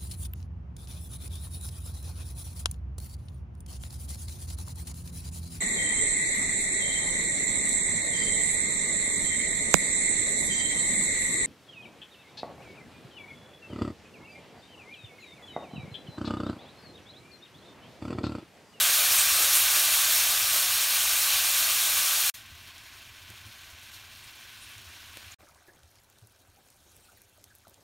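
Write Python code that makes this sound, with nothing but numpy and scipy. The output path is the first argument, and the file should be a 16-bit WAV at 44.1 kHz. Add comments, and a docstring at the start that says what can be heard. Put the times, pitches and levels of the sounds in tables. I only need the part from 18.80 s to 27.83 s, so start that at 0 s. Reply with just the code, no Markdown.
"""Frying pan on a wood fire, heard close up

Vegetables fry loudly in an iron pan while a ladle stirs them; then gravy simmers at the hot rim, then
it has almost settled. The sound drops out briefly between these three stages. Swarms of ringing clicks
and noise make the bubbling; low noise makes the flames, and struck or swept resonances make the ladle,
steam, thick plops, spatter, thumps, ticks and knocks. Both channels carry the same signal.
"""
import sys
import numpy as np
from scipy import signal
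from scipy.fft import rfft, irfft, next_fast_len
from scipy.io import wavfile
from scipy.ndimage import uniform_filter1d

SR = 44100
rng = np.random.default_rng(int(sys.argv[2]) if len(sys.argv) > 2 else 0)


def bounce(signal):
    """Save signal as a 16-bit WAV file at the path given by the first command-line argument."""
    frames = np.transpose(np.atleast_2d(signal))
    limited = np.clip(frames, -1, 1)
    pcm = np.round(limited * 32767).astype(np.int16)
    wavfile.write(sys.argv[1], SR, pcm)


N = 398223
TIME = np.arange(N) / SR
GRAVY_AT, SETTLED_AT = 3.52, 6.57  # starts of the simmering and the settling stage, s


def amp(db):
    """Amplitude factor of a level in dB."""
    return 10 ** (np.asarray(db) / 20)


def evened(x):
    """Scales x to an RMS of 1."""
    return x / np.sqrt(np.mean(x ** 2) + 1e-20)


def since(s):
    """Seconds gone by since s; zero before."""
    return np.maximum(TIME - s, 0)


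def surge(t, rise_s):
    """Rises to 1 in rise_s, then dies away more slowly."""
    return t / rise_s * np.exp(1 - t / rise_s)


def add(mix, s, sound):
    """Lays a sound into the mix at s seconds, cut off at the end of the mix."""
    part = mix[round(s * SR):][:len(sound)]
    part += sound[:len(part)]


def shaped(x, gain):
    """Filters x by a gain that is a function of frequency."""
    size = next_fast_len(len(x) + 2048)
    return irfft(rfft(x, size) * gain(np.fft.rfftfreq(size, 1 / SR)), size)[:len(x)]


def coloured(x, tone):
    """Weights the spectrum of x by (Hz, dB) points, joined on a log frequency axis."""
    f, db = np.transpose(tone)
    return shaped(x, lambda hz: amp(np.interp(np.log(hz + 1), np.log(f), db)))


def ring(x, hz, width_hz):
    """One resonance of gain 1 at its centre."""
    return signal.lfilter(*signal.iirpeak(min(hz, .45 * SR), hz / min(width_hz, SR / 4), SR), x)


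def flutter(size, rate_hz):
    """Slow random wavering of unit spread."""
    return evened(shaped(rng.standard_normal(size), lambda hz: 1 / (1 + (hz / rate_hz) ** 2)))


def bursts(size, per_s, spread_db, sharpness, count=20):
    """A swarm of bursting bubbles, evenly loud over all pitches: random clicks of random size ring briefly."""
    swarm = np.zeros(size)
    for hz in np.linspace(.02, .36, count) * SR:
        pops = rng.choice([-1., 1.], size) * amp(spread_db * np.minimum(rng.exponential(1, size), 3.2))
        pops *= rng.random(size) < per_s / count / SR
        swarm += evened(ring(pops, hz, 900 + hz / sharpness))
    return evened(swarm)


def patchy(x, depth_db):
    """Bubbles come in clumps of like size: patches about 1 kHz wide that last some 25 ms."""
    z = signal.stft(x, nperseg=256, noverlap=192)[2]
    patches = uniform_filter1d(rng.standard_normal(z.shape), size=6, axis=0)
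    patches = uniform_filter1d(patches, size=17, axis=1)
    return signal.istft(z * amp(depth_db * evened(patches)), nperseg=256, noverlap=192)[1][:len(x)]


def sizzle(span, levels, tone, per_s, spread_db, juice_share, spray_share, flutter_db, clump_db):
    """Near bubbles stand out of the hiss of countless small ones; juice sounds low, spray high and in spurts."""
    part = slice(round(span[0] * SR), round(span[1] * SR))
    juice_db, spray_db = np.array(levels)[:, part]
    size = len(TIME[part])
    near = bursts(size, per_s, spread_db, sharpness=2.9)
    hiss = rng.standard_normal(size)

    def low(hz):
        return 1 / (1 + (hz / 4500) ** 6)

    def blend(near_share):  # share of the power
        return coloured(np.sqrt(near_share) * near + np.sqrt(1 - near_share) * hiss, tone)

    juice = evened(shaped(blend(juice_share), low))
    spray = evened(shaped(blend(spray_share), lambda hz: 1 - low(hz)))
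    spurt_db = flutter_db * flutter(size, rate_hz=24)
    sound = juice * amp(juice_db + .5 * spurt_db) + spray * amp(spray_db + spurt_db)
    return patchy(sound, clump_db)


# Flares of the sizzle as wet food or gravy touches hot iron; a negative rise is a slight dip.
# Each row: start in seconds, rise of the spray in dB.
FLARE_ROWS = [(0.0, 1.5), (.12, 1.5), (.3, 3), (.37, -0.5), (.49, 1), (.61, 1.8), (.725, 3.5), (.95, 2),
              (1.12, 1.5), (1.32, 2.5), (1.72, 1.5), (2.44, -0.1), (2.74, 0.8), (5.11, 5.5), (5.4, 2),
              (5.78, 0.5)]
FLARE_RISE_S, FLARE_JUICE_SHARE = 0.022, 0.32  # the juice rises by this share of the spray's dB


def flares():
    """Rise of the sizzle (dB): every flare has the same quick swell and slower fall."""
    return sum(db * surge(since(s), FLARE_RISE_S) for s, db in FLARE_ROWS)


FRY_JUICE_DB, FRY_SPRAY_DB = -29.5, -23.5  # while the ladle stirs briskly
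EASE_AT, EASE_S, EASE_DB = 1.44, 0.099, -1.48  # drop as the stirring eases off


def frying_levels():
    """Juice and spray (dB): wet food on the iron makes them flare, and both ease as the stirring slows."""
    ease = EASE_DB * .5 * (1 + np.tanh((TIME - EASE_AT) / EASE_S))
    flare = flares()
    return FRY_JUICE_DB + ease + FLARE_JUICE_SHARE * flare, FRY_SPRAY_DB + ease + flare


# levels as the simmering starts, and their growth as the gravy heats
SIMMER_JUICE_DB, SIMMER_SPRAY_DB, HEATING_DB_PER_S = -52.5, -55.5, 0.23


def simmer_levels():
    """Bubbling and spray (dB) grow slowly with the heat, and flare where gravy laps the rim."""
    heat = HEATING_DB_PER_S * since(GRAVY_AT)
    flare = flares()
    return SIMMER_JUICE_DB + heat + FLARE_JUICE_SHARE * flare, SIMMER_SPRAY_DB + heat + flare


REST_JUICE_DB, REST_SPRAY_DB = -68, -69.5
CALMING_DB, CALMING_S = 3, 0.16  # extra level that dies away at the start
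SWELL_AT, SWELL_S, SWELL_DB = 8.2, 0.26, 6  # gravy wets the rim


def settling_levels(juice_share=0.56):
    """Bubbling and spray (dB) calm down, then swell once at the rim."""
    calming = CALMING_DB * np.exp(-since(SETTLED_AT) / CALMING_S)
    swell = SWELL_DB * np.exp(-((TIME - SWELL_AT) / SWELL_S) ** 2)
    return REST_JUICE_DB + calming + juice_share * swell, REST_SPRAY_DB + calming + swell


# Spectral weighting of the bubbles in the three stages, heard right over the pan.
# Each row: frequency in Hz, relative weight in dB.
FRYING_SPECTRUM = [(110, -49), (180, -24), (347, -21.5), (451, -22), (608, -12.5), (989, -10.5),
                   (1150, -3.5), (1330, -9), (1470, -7), (3100, -1.5), (4860, 0), (9350, 2), (10500, 1),
                   (12400, 1.5), (15800, -1)]
SIMMER_SPECTRUM = [(110, -33), (180, -23), (225, -4), (272, -14.5), (388, -9), (495, -14), (680, -9),
                   (901, -8.5), (1070, -1), (1240, -7.5), (1520, -3), (3100, 0.5), (7760, -11),
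                   (12900, -13), (15800, -16)]
SETTLING_SPECTRUM = [(88, -41), (150, -5.5), (244, -5.5), (361, -6.5), (382, -3), (598, -6), (634, -9),
                     (741, -6.5), (1330, -11), (2340, -12), (4910, -6.5), (8640, -3.5), (15800, -10.5)]


def pan():
    """The bubbles grow fewer from stage to stage, so that single ones stand out more."""
    frying = sizzle((0, GRAVY_AT), frying_levels(), FRYING_SPECTRUM, per_s=16000, spread_db=1.0,
                    juice_share=0.27, spray_share=0.27, flutter_db=0.43, clump_db=0.8)
    simmer = sizzle((GRAVY_AT, SETTLED_AT), simmer_levels(), SIMMER_SPECTRUM, per_s=2200, spread_db=4.0,
                    juice_share=0.15, spray_share=0.17, flutter_db=1.2, clump_db=1.0)
    settling = sizzle((SETTLED_AT, N / SR), settling_levels(), SETTLING_SPECTRUM, per_s=260, spread_db=-4.5,
                      juice_share=0.078, spray_share=0.15, flutter_db=-0.5, clump_db=2.5)
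    return np.concatenate([frying, simmer, settling])


# Spectral weighting of the fire under the pan. Each row: frequency in Hz, relative weight in dB.
FLAME_SPECTRUM = [(11, -41), (18, -6), (48, -7.5), (86, 2), (123, -3), (183, -17.5), (221, -13.5),
                  (273, -17.5), (300, -10.5), (390, -38), (660, -120)]
FIRE_FRY_DB, FIRE_SIMMER_DB, FIRE_SETTLED_DB = -57, -60, -68  # level of the flames as each stage starts, dB
FIRE_SAG_DB_PER_S = -1.03


def flames(flutter_db=2.0):
    """A low roar in the mouth of the stove: fluttering noise that sinks through each stage."""
    roar = evened(coloured(rng.standard_normal(N), FLAME_SPECTRUM))
    roar = evened(roar * amp(flutter_db * flutter(N, rate_hz=22)))
    stages = [TIME < GRAVY_AT, TIME < SETTLED_AT]
    level_db = np.select(stages, [FIRE_FRY_DB, FIRE_SIMMER_DB], FIRE_SETTLED_DB)
    age = np.select(stages, [TIME, since(GRAVY_AT)], since(SETTLED_AT))
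    return roar * amp(level_db + FIRE_SAG_DB_PER_S * age)


# Ladle strokes on the iron. Each row: start in seconds, level in dB before the fades, length in seconds.
STROKE_ROWS = [(.05, -41, 0.098), (0.149, -39.5, .12), (0.269, -43, 0.092), (.499, -38, 0.23),
               (.88, -43.5, 0.18), (1.5, -42, .076), (1.696, -43, .12)]
# Modes of the loaded pan. Each row: frequency in Hz, width in Hz, relative level in dB.
PAN_MODES = [(360, 83, -32), (620, 300, 18), (755, 65, -3), (1270, 96, 25.5), (1590, 39, 14),
             (2130, 160, 9)]


def ladle():
    """The ladle rubs over the iron and sets the damped pan humming: noise through the pan's modes."""
    out = np.zeros(N)
    for s, db, length in STROKE_ROWS:
        rub = rng.standard_normal(SR // 2)[:int(length * SR)]
        hum = sum(amp(mode_db) * ring(rub, hz, width) for hz, width, mode_db in PAN_MODES)
        add(out, s, amp(db) * evened(hum) * signal.windows.hann(len(rub)))
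    return out


def puffs(rows, width_share, rise):
    """Brief whistles through a small opening, whose pitch wavers and rises as it closes."""
    out = np.zeros(N)
    for s, db, hz, length in rows:
        u = np.linspace(0, 1, int(length * SR))
        wander = flutter(SR // 4, width_share * hz)[:len(u)]
        turns = np.cumsum(hz * (1 + rise * (u - .5) + width_share * wander)) / SR
        breath = 1 + .5 * flutter(SR // 4, width_share * hz)[:len(u)]
        puff = np.sin(2 * np.pi * turns) * breath * np.sin(np.pi * u ** 1.07)
        add(out, s, amp(db) * puff / abs(puff).max())
    return out


# Steam squirting from under the food.
# Each row: start in seconds, peak in dB, pitch in Hz, length in seconds.
SQUIRT_ROWS = [(.31, -20, 10800, 0.11), (.36, -17, 8260, 0.079), (.74, -19, 10740, 0.087),
               (.745, -15, 8300, 0.028), (2.43, -26, 2910, 0.23), (2.45, -24, 4300, 0.19),
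               (3.567, -47, 6800, .011), (5.435, -46, 8500, 0.022), (5.8, -44, 9400, .058),
               (5.91, -48, 9200, .025), (6.515, -40, 6700, 0.011)]


def squirts():
    """Steam whistles out from under the food, each squirt a wavering high tone."""
    return puffs(SQUIRT_ROWS, width_share=0.099, rise=0.0187)


def spatter(span, per_s, least_db, spread_db, count=8):
    """Droplets spit on the hot rim: dry clicks, most of them small and each of its own brightness."""
    out, t = np.zeros(N), np.arange(512) / SR
    within = (TIME > span[0]) & (TIME < span[1])
    for hz in np.geomspace(5500, 13000, count):
        click = rng.choice([-1., 1.], len(t)) * np.exp(-t / 0.0011)
        click = ring(ring(click, hz, 1.2 * hz), hz, 1.2 * hz)
        size = amp(least_db + spread_db * np.minimum(rng.exponential(1, N), 2.5))
        hits = size * within * (rng.random(N) < per_s / count / SR)
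        out += signal.oaconvolve(hits, click / abs(click).max())[:N]
    return out


# Soft thumps as the flames puff in the stove. Each row: start in seconds, peak in dB, pitch in Hz.
THUMP_ROWS = [(3.716, -47, 88), (4.492, -50, 104), (4.653, -47, 99), (4.927, -47, 81), (5.856, -53, 81),
              (5.959, -52, 100), (6.07, -54, 78), (6.294, -54, 78), (6.46, -49, 90), (7.035, -52, 84),
              (7.42, -49.5, 114)]


def thumps(rise_s=0.009):
    """Each puff of flame rings the hollow of the stove for a few cycles."""
    out, t = np.zeros(N), np.arange(8192) / SR
    for s, db, hz in THUMP_ROWS:
        add(out, s, amp(db) * surge(t, rise_s) * np.sin(2 * np.pi * hz * t))
    return out


# Sharp ticks of the burning wood. Each row: start in seconds, peak in dB, centre frequency in Hz.
TICK_ROWS = [(3.981, -38, 6000), (4.502, -34, 7000), (5.142, -39, 9000), (5.981, -33.5, 6500),
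             (6.372, -32, 8000), (6.688, -44, 6500), (6.747, -46, 6000), (7.033, -44, 4500),
             (7.156, -45, 7000), (7.2355, -49, 8600), (7.3, -46, 12400), (7.386, -43.5, 6300),
             (7.472, -46, 10500), (7.523, -49, 11000), (7.886, -48, 5500), (7.9027, -43, 8900),
             (8.166, -43, 11400), (8.374, -44, 14000), (8.418, -41, 12700), (8.641, -35.5, 8050),
             (8.752, -40, 11000), (8.758, -44, 12500), (8.785, -46, 12000), (8.881, -44, 11500),
             (8.896, -43, 12500), (8.943, -43, 6900)]


def ticks(snap_t60=0.0069, tail_db=-25, tail_t60=0.054, width_hz=8900):
    """Each tick is a snap of a few milliseconds, with a faint spatter of splinters trailing it."""
    out, t = np.zeros(N), np.arange(4096) / SR
    for s, db, hz in TICK_ROWS:
        decay = amp(-60 * t / snap_t60) + amp(tail_db - 60 * t / tail_t60)
        snap = rng.choice([-1., 1.], len(t)) * decay
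        snap = ring(ring(snap, hz, width_hz), hz, width_hz)
        add(out, s, amp(db) * snap / abs(snap).max())
    return out


# Knocks of shifting firewood. Each row: start in seconds, level of the ring in dB, pitch in Hz,
# time to fall 60 dB in seconds, crack against the ring in dB (before crack_db is added).
KNOCK_ROWS = [(4.505, -48, 192, 0.059, -12), (4.667, -53, 215, .06, -18), (6.371, -44, 380, 0.017, 12),
              (6.606, -50, 615, 0.01, 3), (6.628, -47.5, 600, 0.033, -8), (6.883, -50.5, 360, 0.054, -6),
              (8.87, -49.5, 680, 0.02, -4), (8.878, -54, 200, .05, -12), (8.912, -55, 557, .032, -10)]


def knocks(thud_db=-3, crack_db=1, crack_t60=0.015):
    """A short crack together with the dull ring of a stick and the thud of the ash under it."""
    out, t = np.zeros(N), np.arange(8192) / SR
    for s, db, hz, t60, bright_db in KNOCK_ROWS:
        blow, split = rng.choice([-1., 1.], (2, len(t)))
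        decay = amp(-60 * t / t60)
        stick = np.sin(2 * np.pi * hz * t) * decay
        thud = ring(ring(blow * np.sqrt(decay), 370, 640), 370, 640)
        thud *= amp(thud_db) / abs(thud).max()
        crack = ring(split * amp(-60 * t / crack_t60), hz=1700, width_hz=2600)
        crack *= amp(bright_db + crack_db) / abs(crack).max()
        add(out, s, amp(db) * (stick + thud + crack))
    return out


# level at first, level at rest, time constant of calming down
GURGLE_START_DB, GURGLE_REST_DB, GURGLE_CALM_S = -62.5, -79, 0.63


def gurgle(per_s=480, spread_db=2.5, low_hz=520, high_hz=2300, cycles=5, count=24):
    """Small thick bubbles in the settling gravy each ring for a few cycles, rising a little in pitch."""
    out, t = np.zeros(N), np.arange(2048) / SR
    for hz in np.geomspace(low_hz, high_hz, count):
        age = hz * t / cycles
        blip = age * np.exp(-3 * age) * np.sin(2 * np.pi * hz * t * (1 + 0.026 * age))
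        starts = rng.random(N) < per_s / count / SR
        size = amp(spread_db * np.minimum(rng.exponential(1, N), 3))
        out += signal.oaconvolve(starts * size, evened(blip))[:N]
    calming = np.exp(-since(SETTLED_AT) / GURGLE_CALM_S)
    level_db = GURGLE_REST_DB + (GURGLE_START_DB - GURGLE_REST_DB) * calming
    return evened(out) * amp(level_db) * (TIME > SETTLED_AT)


# Thick bubbles opening in the gravy. Each row: start in seconds, peak in dB, pitch in Hz.
PLOP_ROWS = [(6.672, -57, 1330), (6.75, -57, 1090), (6.878, -53, 1700), (7.178, -61, 2040),
             (7.765, -60, 754), (8.276, -55, 1364), (8.366, -62, 1870), (8.565, -61, 613),
             (8.699, -58, 1710), (8.841, -57, 1270)]


def plops(length_s=0.033):
    """Steam opens a thick bubble with a short wavering tone."""
    return puffs([(*row, length_s) for row in PLOP_ROWS], width_share=0.085, rise=.01)


def echoes(x, decay_s, count):
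    """Sparse reflections of random sign that die away, together of unit energy."""
    at, taps = rng.integers(25, 26 + int(4 * decay_s * SR), count), np.zeros(SR)
    taps[at] = rng.choice([-1., 1.], count) * np.exp(-at / SR / decay_s)
    return signal.oaconvolve(x, taps / np.linalg.norm(taps))[:N]


# Peaks and hollows that the bowl and the hearth give every sound.
# Each row: centre in Hz, half width in Hz, height in dB.
HEARTH_PEAKS = [(172, 37, -1.5), (275, 9.1, -1.5), (343.6, 49, 3.5), (456, 31, -4.5), (669, 54, 4),
                (1015, 13, -1), (1270, 79, 1), (1490, 120, 0.5), (1500, 92, 3), (2390, 17, 3.5),
                (4380, 110, 1.5), (4860, 350, -2.5), (5130, 57, 1), (7760, 490, -2.5), (9000, 650, -0.5),
                (10430, 400, -4), (12400, 700, 0)]


def hearth(x):
    """The bowl and the hearth colour the sound with bell-shaped peaks and hollows that add up in dB."""
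    def gain(hz):
        return amp(sum(db * np.exp(-((hz - f) / width) ** 2) for f, width, db in HEARTH_PEAKS))
    return shaped(x, gain)


def scene():
    """All sources lie close together; the pan wall answers at once, the kitchen a little later."""
    lively = spatter((GRAVY_AT, SETTLED_AT), per_s=38, least_db=-51.0, spread_db=1)
    lazy = spatter((SETTLED_AT, N / SR), per_s=42, least_db=-55, spread_db=2.0)
    sound = pan() + flames() + ladle() + squirts() + lively + lazy
    sound += thumps() + ticks() + knocks() + gurgle() + plops()
    sound = sound + amp(-24) * echoes(sound, decay_s=0.0037, count=30) \
        + amp(-13.0) * echoes(sound, decay_s=.035, count=400)
    sound = hearth(sound)
    return np.array([sound, sound])


# Brief dropouts between the stages.
# Each row: start of the dropout in seconds, start of the return in seconds, fade-in in seconds.
DROPOUTS = [(3.5, 3.539, .005), (6.545, 6.585, .018)]
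LEAK_DB, LEAK_FADE_S = -21, 0.0044  # remnant that fades as the sound drops out
EDGE_HZ = 15800  # top of the band


def record(dry):
    """The level drops out briefly between the stages; a low-pass then limits the band."""
    gain = np.ones(N)
    for cut, back, fade_s in DROPOUTS:
        leak = amp(LEAK_DB) * np.exp(-since(cut) / LEAK_FADE_S) + amp(-59)
        gain *= np.where(TIME < cut, 1, np.minimum(leak + since(back) / fade_s, 1))
    edge = signal.firwin(801, EDGE_HZ, window=("kaiser", 9), fs=SR)
    return signal.oaconvolve(dry * gain, edge[None], "same")


dry = scene()
out = record(dry)
bounce(out)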